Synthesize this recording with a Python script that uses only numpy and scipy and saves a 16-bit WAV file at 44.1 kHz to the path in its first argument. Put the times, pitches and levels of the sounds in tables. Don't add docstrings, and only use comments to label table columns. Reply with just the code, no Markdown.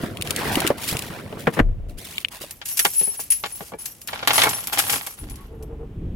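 import sys
import numpy as np
from scipy import signal
from scipy.fft import rfft, irfft, next_fast_len
from scipy.io import wavfile
from scipy.ndimage import uniform_filter1d

SR = 44100
rng = np.random.default_rng(int(sys.argv[2]) if len(sys.argv) > 2 else 0)


def transcribe(signal):
    frames = np.atleast_2d(signal).T
    limited = np.clip(frames, -1, 1)
    pcm = np.round(limited * 32767).astype(np.int16)
    wavfile.write(sys.argv[1], SR, pcm)


N = 271215
T = np.arange(N) / SR
SHORT = T[:SR // 2]


# t/s, relative level/dB, clatter length/s
KEY_CLASHES = [(2.5084, -20.5, 0.015), (2.6552, -19, 0.047), (2.686, -19.5, 0.063), (2.7712, -12, 0.04),
               (2.791, -5, 0.026), (2.8483, -7.5, 0.013), (2.948, -24, 0.04), (2.993, -21, 0.035),
               (3.1997, -25.5, 0.035), (3.302, -16.5, 0.056), (3.3172, -12, 0.06), (3.8558, -15.5, 0.018),
               (4.015, -27.5, 0.024), (4.074, -18.5, 0.016), (4.2733, -9, 0.033), (4.3308, -11, 0.3),
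               (4.433, -8.5, 0.025), (4.4897, -12, 0.036), (4.605, -24, 0.014), (4.671, -12.5, 0.015),
               (4.7264, -16, 0.04), (4.782, -10.5, 0.08), (4.789, -5, 0.033), (4.8982, -11.5, 0.046),
               (4.9231, -11, 0.08), (5.0645, -19, 0.035), (5.2963, -30, 0.045), (5.356, -31.5, 0.016),
               (5.625, -37, 0.018)]
# f/Hz, level/dB
CLASH_SPECTRUM = [(880, -17), (1500, -10), (2770, 0.5), (3550, -5.5), (4590, -1.5), (5020, 0), (9370, 0.5),
                  (11200, 5), (16000, -8)]
# f/Hz, level/dB
KEY_MODES = [(5755, -11), (7150, -9), (8543, -9.5), (9800, -7), (10930, -16.5), (11150, -1), (11650, -11),
             (12300, -7), (12610, 0.5), (14200, -16), (14860, -6)]
# t/s, relative level/dB, hold before decay/s
KEY_RINGS = [(2.68, -27.5, 0.018), (2.7952, -20, 0.005), (2.955, -18, 0.022), (2.98, -14, 0.014),
             (3.032, -16, 0.018), (3.075, -22, 0.022), (3.17, -31, 0.026), (3.3024, -11, 0.0089),
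             (3.5214, -29.5, 0.02), (3.787, -32, 0.036), (4.0756, -43, 0.0038), (4.356, -15, 0.0099),
             (4.5307, -24.5, 0.0085), (4.573, -28, 0.026), (4.916, -25, 0.018), (5.188, -35.5, 0.005),
             (5.2954, -41.5, 0.032)]
RING_HZ, RING_T60_S = 10185, 0.17


def keys():
    out = np.zeros((2, N))
    for t_s, db, length_s in KEY_CLASHES:
        contacts = grains(len(SHORT), rate_hz=1700, spread_db=1, t60_s=0.021)
        contacts = contacts * fade(2 * length_s) * onset(0.0006)
        metal = ring(KEY_MODES, t60_s=0.16, scatter_db=5, detune=0.02) * onset(0.003)
        clash = peak(colour(contacts, CLASH_SPECTRUM), db - 8) + peak(metal, db - 19)
        add(out, t_s, clash, pan_db=2 + 2 * rng.standard_normal())

    for t_s, db, hold_s in KEY_RINGS:
        tone = ring([(RING_HZ, 0)], t60_s=np.inf, scatter_db=0, detune=0.001)
        tone = tone * amp(-60 * np.maximum(SHORT - hold_s, 0) / RING_T60_S)
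        chatter = 1 + 0.25 * np.interp(SHORT * 130, np.arange(200), rng.standard_normal(200))
        neighbours = ring(KEY_MODES, t60_s=0.2, scatter_db=5, detune=0.018)
        singing = peak(tone * chatter, db - 0.5) + peak(neighbours, db - 15)
        add(out, t_s, singing * onset(0.0015), pan_db=5.5)

    clinks = np.zeros((2, N))
    for t_s in rng.uniform(KEY_CLASHES[0][0], KEY_CLASHES[-1][0], size=130):
        clink = ring(KEY_MODES, t60_s=0.11, scatter_db=7, detune=0.035)
        add(clinks, t_s, peak(clink, 2 * rng.standard_normal()))
    contacts = grains(N, rate_hz=210, spread_db=2.5, t60_s=0.087)
    jingle = 0.52 * unit(colour(contacts, CLASH_SPECTRUM)) + 1.05 * clinks
    add(out, 0, amp(-0.5) * swing() * jingle, pan_db=0.5)
    return out


# t/s, hold/s, jingle level/dB, scrape level/dB
HAND_MOVES = [(2.65, 0.5, -32.5, -53.5), (2.95, 0.041, -38, -78), (3.19, 0.023, -29, -60),
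              (3.45, 0.22, -37.5, -51.5), (3.78, 0.1, -38, -51.5), (4.08, 0.17, -46, -37.5),
              (4.28, 0.23, -39.5, -27.5), (4.5, 0.23, -49, -41), (4.72, 0.16, -29, -33.5),
              (4.905, 0.049, -23.5, -28), (4.99, 0.13, -62, -51.5), (5.16, 0.27, -66, -51.5)]
MOVE_RISE_S, MOVE_T60_S = 0.013, 0.3
SWING_DB, SWING_T60_S = -26, 0.92


def swing():
    moved = gestures(HAND_MOVES, MOVE_RISE_S, MOVE_T60_S)[0]
    stirs = [(t_s, length_s, db + SWING_DB) for t_s, db, length_s in KEY_CLASHES]
    stirred = gestures(stirs, MOVE_RISE_S, SWING_T60_S)[0]
    return np.hypot(moved, stirred)


# t/s, hollow level/dB, edge level/dB, body level/dB (all relative)
KNOCKS = [(2.615, -31, -29, -65), (2.793, -27, -17, -42.5), (2.851, -7, -9.5, -26),
          (3.012, -29.5, -32, -30.5), (3.073, -34.5, -56, -35.5), (3.193, -24.5, -52.5, -42.5),
          (3.438, -15, -21, -33), (3.455, -24, -25, -42), (3.606, -25, -35.5, -32.5),
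          (3.72, -27.5, -46, -33.5), (3.736, -26, -43, -30), (4.084, -30, -25, -69),
          (4.131, -17.5, -25, -35.5), (4.229, -14.5, -25.5, -46), (4.274, -7.5, -8, -29),
          (4.306, -10.5, -11.5, -43), (4.38, -7, -9.5, -40.5), (4.399, -16, -14, -37),
          (4.418, -12, -7.5, -47.5), (4.436, -6, -12, -27.5), (4.456, -10, -19, -32),
          (4.469, -8.5, -24, -27), (4.73, -18.5, -19, -41), (4.774, -16, -17.5, -39), (4.79, -16, -14, -48),
          (4.896, -19.5, -15.5, -39), (4.931, -17.5, -18.5, -35), (5.069, -24, -30.5, -51)]
# f/Hz, level/dB
COLUMN_SPECTRUM = [(300, -6.5), (500, -6.5), (820, 2), (1400, -2.5), (1900, -7), (2500, -24)]
# f/Hz, level/dB
COLUMN_MODES = [(716, -2.5), (825, 3.5), (985, -4), (1130, -6.5), (1434, -15.5), (1720, -7), (2220, 1.5),
                (2700, -11.5), (3600, -21.5)]
# f/Hz, level/dB
LOCK_SPECTRUM = [(1400, 2), (2400, 1), (3400, 2.5), (4600, -3.5), (7000, -13)]


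def ignition():
    out = np.zeros((2, N))
    for t_s, db, edge_db, body_db in KNOCKS:
        first = noise(len(SHORT)) * fade(0.014)
        bounces = grains(len(SHORT), rate_hz=1200, spread_db=4, t60_s=0.02) * fade(0.06)
        contacts = first + amp(5) * bounces
        modes = ring(COLUMN_MODES, t60_s=0.08, scatter_db=4, detune=0.02)
        hollow = peak(colour(contacts, COLUMN_SPECTRUM), db - 9) + peak(modes, db - 10)
        edge = peak(colour(contacts, LOCK_SPECTRUM), edge_db - 2)
        body = noise(len(SHORT)) * fade(0.081) * onset(0.00093)
        body = colour(body, [(160, -3.5), (300, -9.5), (430, 1.5), (600, -6)])
        add(out, t_s, hollow + edge + peak(body, body_db), pan_db=1)

    contacts = grains(N, rate_hz=360, spread_db=3.5, t60_s=0.008)
    scrape = amp(-2) * unit(colour(contacts, COLUMN_SPECTRUM))
    scrape += amp(-1) * unit(colour(contacts, LOCK_SPECTRUM))
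    shudder = amp(-11.5) * unit(colour(noise(N), [(45, -18), (100, -1), (300, -9.5)]))
    push = gestures(HAND_MOVES, MOVE_RISE_S, MOVE_T60_S)[1]
    add(out, 0, push * (scrape + shudder), pan_db=-0.5)
    return out


# t/s, relative level/dB
CRANK_LEVELS = [(5.17, -53), (5.23, -34), (5.48, -41), (5.7, -35), (5.8, -34.5), (5.9, -37.5), (6.03, -27),
                (6.15, -30)]
# f/Hz, level/dB
ENGINE_SPECTRUM = [(13, -21), (22, -1.5), (65, 2.5), (159, -9.5), (206, -11), (404, -15), (446, -21.5),
                   (613, -32), (1110, -47), (2500, -50), (3250, -50), (5500, -77)]
# t/s, f/Hz
FIRING_RATE = [(5.2, 39.63), (5.75, 46.95), (6.1, 57.6)]
FIRING_DB = -11
# centre t/s, level/dB, nominal tone f/Hz (low starter whine; one higher whistle near 1.1 kHz)
TONE_SWELLS = [(5.246, -42, 310), (5.417, -48.5, 1112), (5.54, -39.5, 456), (5.629, -37.5, 439),
               (5.721, -37.5, 459), (5.825, -36.5, 456.6), (5.93, -47, 425)]


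def engine():
    rumble = unit(colour(noise(N), ENGINE_SPECTRUM))
    low_pass = signal.butter(2, 350, fs=SR, output="sos")
    rumble = rumble + signal.sosfiltfilt(low_pass, rumble.mean(axis=0) - rumble)

    firing_hz = np.interp(T, *np.transpose(FIRING_RATE))
    phase = 2 * np.pi * np.cumsum(firing_hz) / SR
    throb = np.sin(phase) + amp(-16) * np.sin(2 * phase) + amp(-0.5) * np.sin(3 * phase)
    out = curve(CRANK_LEVELS) * (amp(0.5) * rumble + amp(FIRING_DB) * throb)

    centre_s = SHORT.mean()
    for t_s, db, hz in TONE_SWELLS:
        swell = np.exp(-((SHORT - centre_s) / 0.034) ** 2)
        whine_hz = hz * (0.95 + 0.0604 * swell)
        whine = np.sin(2 * np.pi * np.cumsum(whine_hz) / SR)
        mesh_spectrum = [(0.75 * hz, -8), (hz, 0), (1.3 * hz, -13), (1.85 * hz, -13), (3 * hz, -24)]
        mesh = unit(colour(noise(len(SHORT)), mesh_spectrum))
        add(out, t_s - centre_s, swell * amp(db) * (whine + 0.5 * mesh))
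    return out


# t/s, latch level/dB, thud level/dB (both relative), t60/s, rise constant/s
DOOR_HITS = [(1.470, -5.5, -14, 0.057, 0.00015), (1.474, -13.5, -2.5, 0.069, 0.00068),
             (1.565, -17, -12, 0.11, 0.027), (1.59, -3, -13, 0.045, 0.0012),
             (1.598, -5.5, 1.5, 0.028, 0.00067)]
# f/Hz, level/dB
LATCH_SPECTRUM = [(500, 1.5), (1000, -7), (1800, -5.5), (2900, -16.5), (4900, -35), (12000, -41)]
# f/Hz, level/dB
THUD_SPECTRUM = [(140, -2), (190, -5), (300, 1), (470, -2), (620, -17), (900, -15.5)]
# f/Hz, level/dB, t60/s
CAB_BOOM = [(33.3, -16, 0.97), (43.7, -22, 0.29), (79.3, -25, 0.38), (98, -19, 0.075), (163, -40.5, 0.93)]
DOOR_SEALS_S = 1.61


def door():
    out = np.zeros((2, N))
    for t_s, latch_db, thud_db, t60_s, rise_s in DOOR_HITS:
        latch = noise(len(SHORT)) * onset(rise_s) * (fade(t60_s) + amp(-45) * fade(0.11))
        trim = noise(len(SHORT)) * onset(rise_s) * (fade(t60_s) + amp(-31.5) * fade(0.36))
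        panel = ring([(170, 8), (270, -3), (380, -10), (480, -2)], t60_s, scatter_db=-3, detune=0.022)
        hit = peak(colour(latch, LATCH_SPECTRUM), latch_db - 7.5)
        hit += peak(colour(trim, THUD_SPECTRUM), thud_db - 10.5)
        hit += peak(panel * onset(rise_s), thud_db - 13.5)
        add(out, t_s, hit, pan_db=3)

    air = sum(amp(db) * fade(t60_s) * np.sin(2 * np.pi * hz * SHORT) for hz, db, t60_s in CAB_BOOM)
    rocking = unit(colour(noise(len(SHORT)), [(32, 10), (50, -9), (90, -6.5)]))
    rocking = amp(-20) * fade(1.45) * rocking
    fade_out = np.clip((0.39 - SHORT) / 0.04, 0, 1)
    add(out, DOOR_SEALS_S, (air + rocking) * fade_out)
    return out


# t/s, shell level/dB, snap level/dB (both relative)
CASING_TICKS = [(0.171, -20, -31.5), (0.212, -17, -26), (0.2223, -15, -18), (0.2733, -17.5, -27),
                (0.3068, -14, -13.5), (0.3624, -40, -15), (0.555, -7.5, -16), (0.603, -13, -16.5),
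                (0.667, -8.5, -19), (0.675, -8, -11.5), (0.9689, -14, -21.5), (0.9914, -23, -19),
                (1.0218, -23, -24), (1.3265, -27.5, -57), (2.1814, -8, -28), (2.248, -4.5, -37.5),
                (2.2846, -23, -35)]
# t/s, relative level/dB, f/Hz
HAND_BUMPS = [(0.036, -13, 308), (0.572, -9, 293), (0.648, -12, 340), (0.7038, -4, 567),
              (0.925, -16.5, 146), (0.95, -15.5, 129), (1.101, -24.5, 164), (1.3264, -21, 447),
              (1.37, -24.5, 173), (2.411, -29.5, 362), (2.439, -29.5, 600)]


def casing():
    out = np.zeros((2, N))
    for t_s, db, snap_db in CASING_TICKS:
        shell = ring([(2400, -3), (2850, 0), (3400, -6)], t60_s=0.008, scatter_db=0, detune=0.04)
        shell = shell * onset(0.0005)
        rattle = colour(noise(len(SHORT)) * fade(0.028), [(2100, -5), (2750, -1), (5000, -20)])
        snap = colour(noise(len(SHORT)) * fade(0.023), [(3000, 8.5), (6000, 1), (9700, 6), (15000, -3.5)])
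        tick = peak(shell, db - 8) + peak(rattle, db - 23) + peak(snap, snap_db - 2)
        add(out, t_s, tick, pan_db=2.5)
    for t_s, db, hz in HAND_BUMPS:
        body = noise(len(SHORT)) * fade(0.07) * onset(0.00095)
        body = colour(body, [(120, -9), (hz, 0), (1400, -13), (3000, -26)])
        mode = ring([(hz, 0)], t60_s=0.03, scatter_db=0, detune=0.01)
        add(out, t_s, peak(body, db - 9.5) + peak(mode, db - 4.5))
    return out


# t/s, hold/s, rustle level/dB, hiss level/dB (both relative)
STROKES = [(-0.02, 0.092, -32.5, -41.5), (0.24, 0.24, -32.5, -37), (0.365, 0.32, -23.5, -33),
           (0.512, 0.013, -34, -23.5), (0.77, 0.31, -36, -36.5), (0.81, 0.096, -45, -28),
           (0.875, 0.02, -29, -20.5), (1.09, 0.11, -35.5, -45), (1.38, 0.027, -38, -38.5),
           (1.525, 0.017, -32, -34.5), (1.882, 0.012, -51, -47.5), (1.97, 0.24, -46, -38),
           (2.305, 0.058, -39, -38), (2.4, 0.03, -39.5, -33), (2.46, 0.054, -50, -44)]
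STROKE_RISE_S, STROKE_T60_S = 0.015, 0.2
CLOTHES_DB = -41.5
# f/Hz, level/dB
RUSTLE_SPECTRUM = [(180, -16), (300, -3), (818, -5.5), (975, -5.5), (1940, -8.5), (6000, -25), (7800, -64),
                   (13200, -120)]
# f/Hz, level/dB
HISS_SPECTRUM = [(2000, -3), (3200, -1.5), (6300, -7), (8500, -6), (9800, -3.5), (11800, -5.5), (16000, -9)]
# t/s, relative level/dB
SEAT_LEVELS = [(0.0, -32.5), (0.28, -35.5), (0.58, -30.5), (0.71, -40.5), (1.31, -39), (1.53, -40),
               (1.74, -50.5), (1.9, -45), (2.08, -48.5), (2.55, -68)]
SEAT_GAIN_DB = 1.5
# f/Hz, level/dB
RUMBLE_SPECTRUM = [(15, -47), (25, -17.5), (91, 1.5), (208, 0.5), (291, -4), (700, -9), (910, -43),
                   (1540, -120)]


def rubbing():
    rustle_gain, hiss_gain = gestures(STROKES, STROKE_RISE_S, STROKE_T60_S)
    clothes = amp(CLOTHES_DB) * (T < DOOR_SEALS_S)
    rustle_gain = np.hypot(rustle_gain, clothes)
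    hiss_gain = np.hypot(hiss_gain, amp(-8) * clothes)
    rustle = colour(grains(N, rate_hz=1100, spread_db=2.5, t60_s=0.014), RUSTLE_SPECTRUM)
    hiss = colour(grains(N, rate_hz=1600, spread_db=4, t60_s=0.02), HISS_SPECTRUM)
    seat = unit(colour(grains(N, rate_hz=330, spread_db=2, t60_s=0.046), RUMBLE_SPECTRUM))
    out = amp(-4) * rustle_gain * sliding(rustle)
    out += amp(-2) * hiss_gain * sliding(hiss)
    return out + amp(SEAT_GAIN_DB) * curve(SEAT_LEVELS) * seat


def sliding(x):
    delay_s = np.repeat(rng.uniform(0.0002, 0.0014, size=N // 1500 + 1), repeats=1500)
    delay_s = uniform_filter1d(delay_s, size=1500)[:N]
    echo = np.array([np.interp(T - delay_s, T, channel) for channel in x])
    return unit(x + 0.75 * echo)


# f/Hz, level/dB
CAB_SPECTRUM = [(35, -2), (80, -1.5), (430, -12), (1400, -22), (3000, -25), (4400, -36), (16000, -41.5)]
CAB_RMS_DB = -52.5


def background():
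    return amp(CAB_RMS_DB) * unit(colour(noise(N), CAB_SPECTRUM))


def amp(db):
    return 10 ** (np.asarray(db) / 20)


def along(points, hz):
    f_hz, value = np.transpose(points)
    return np.interp(np.log(hz + 1), np.log(f_hz), value)


def colour(x, points):
    hz = np.fft.rfftfreq(8192, 1 / SR) + 1
    below, above = np.log2(points[0][0] / hz), np.log2(hz / points[-1][0])
    outside_oct = np.maximum(0, np.maximum(below, above))
    cepstrum = irfft(np.log(amp(along(points, hz) - 22.7 * outside_oct)))
    cepstrum[1:len(hz) - 1] *= 2
    cepstrum[len(hz):] = 0
    impulse = irfft(np.exp(rfft(cepstrum)))
    return signal.fftconvolve(x, impulse[None], axes=1)[:, :x.shape[1]]


# f/Hz, correlation/1
MIC_LIKENESS = [(350, .87), (1000, .5), (2500, .25), (10000, .55)]


def noise(size):
    padded = next_fast_len(size, True)
    mid, side = rfft(rng.standard_normal((2, padded)))
    alike = np.clip(along(MIC_LIKENESS, np.linspace(0, SR / 2, len(mid))), 0, 1)
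    mid, side = mid * np.sqrt(1 + alike), side * np.sqrt(1 - alike)
    return irfft([mid + side, mid - side], padded)[:, :size]


def unit(x):
    return x / np.sqrt(np.mean(x ** 2))


def peak(x, db):
    power = uniform_filter1d(np.mean(x ** 2, axis=0), size=132)
    return x * amp(db) / np.sqrt(power.max())


def fade(t60_s):
    return amp(-60 * SHORT / max(t60_s, 0.001))


def onset(rise_s):
    return 1 - np.exp(-SHORT / max(rise_s, 1 / SR))


def ring(modes, t60_s, scatter_db, detune):
    out = 0
    for hz, db in modes:
        level, pitch, phase = rng.standard_normal(3)
        angle = 2 * np.pi * hz * (1 + detune * pitch) * SHORT
        shift_rad = min(hz / 1500, 1) * (1.62 + 0.74 * phase)
        out = out + amp(db + scatter_db * level) * np.sin([angle + shift_rad, angle])
    return out * fade(t60_s)


def grains(size, rate_hz, spread_db, t60_s):
    chance = rng.random(size)
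    strength = np.minimum(rng.exponential(size=size), 4)
    power = (chance < rate_hz / SR) * amp(spread_db * strength) ** 2
    power = signal.lfilter([1], [1, -amp(-120 / (t60_s * SR))], power)
    return unit(noise(size) * np.sqrt(power + 0.19 * power.mean()))


def curve(rows):
    t_s, db = np.transpose(rows)
    outside_s = np.maximum(t_s[0] - T, T - t_s[-1])
    return amp(np.interp(T, t_s, db)) * np.clip(1 - outside_s / 0.017, 0, 1)


def gestures(rows, rise_s, t60_s):
    power = 0
    for t_s, hold_s, *db in rows:
        rise = np.clip((T - t_s) / rise_s, 0, 1)
        shape = rise * amp(-60 * np.maximum(T - t_s - hold_s, 0) / t60_s)
        power = power + np.outer(amp(db), shape) ** 2
    return np.sqrt(power)


def add(out, t_s, x, pan_db=0):
    start = max(int(t_s * SR), 0)
    panned = x * amp([[pan_db / 2], [-pan_db / 2]])
    out[:, start:start + x.shape[1]] += panned[:, :N - start]


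def from_right(x, lag_s):
    return np.array([np.interp(T - lag_s, T, x[0]), x[1]])


def scene():
    near = keys() + from_right(ignition(), lag_s=0.00015)
    reflections = rng.standard_normal((2, len(SHORT))) * fade(0.035) * (SHORT > 0.003)
    reflections /= np.sqrt(np.sum(reflections ** 2) / 2)
    cab = amp(-11) * signal.fftconvolve(near, reflections, axes=1)[:, :N]
    return near + cab + engine() + door() + casing() + rubbing() + background()


TOP_HZ = 15900


def record(dry):
    low_pass = signal.ellip(10, 0.2, 80, TOP_HZ, fs=SR, output="sos")
    return signal.sosfilt(low_pass, np.clip(dry, -1, 1))


dry = scene()
out = record(dry)
transcribe(out)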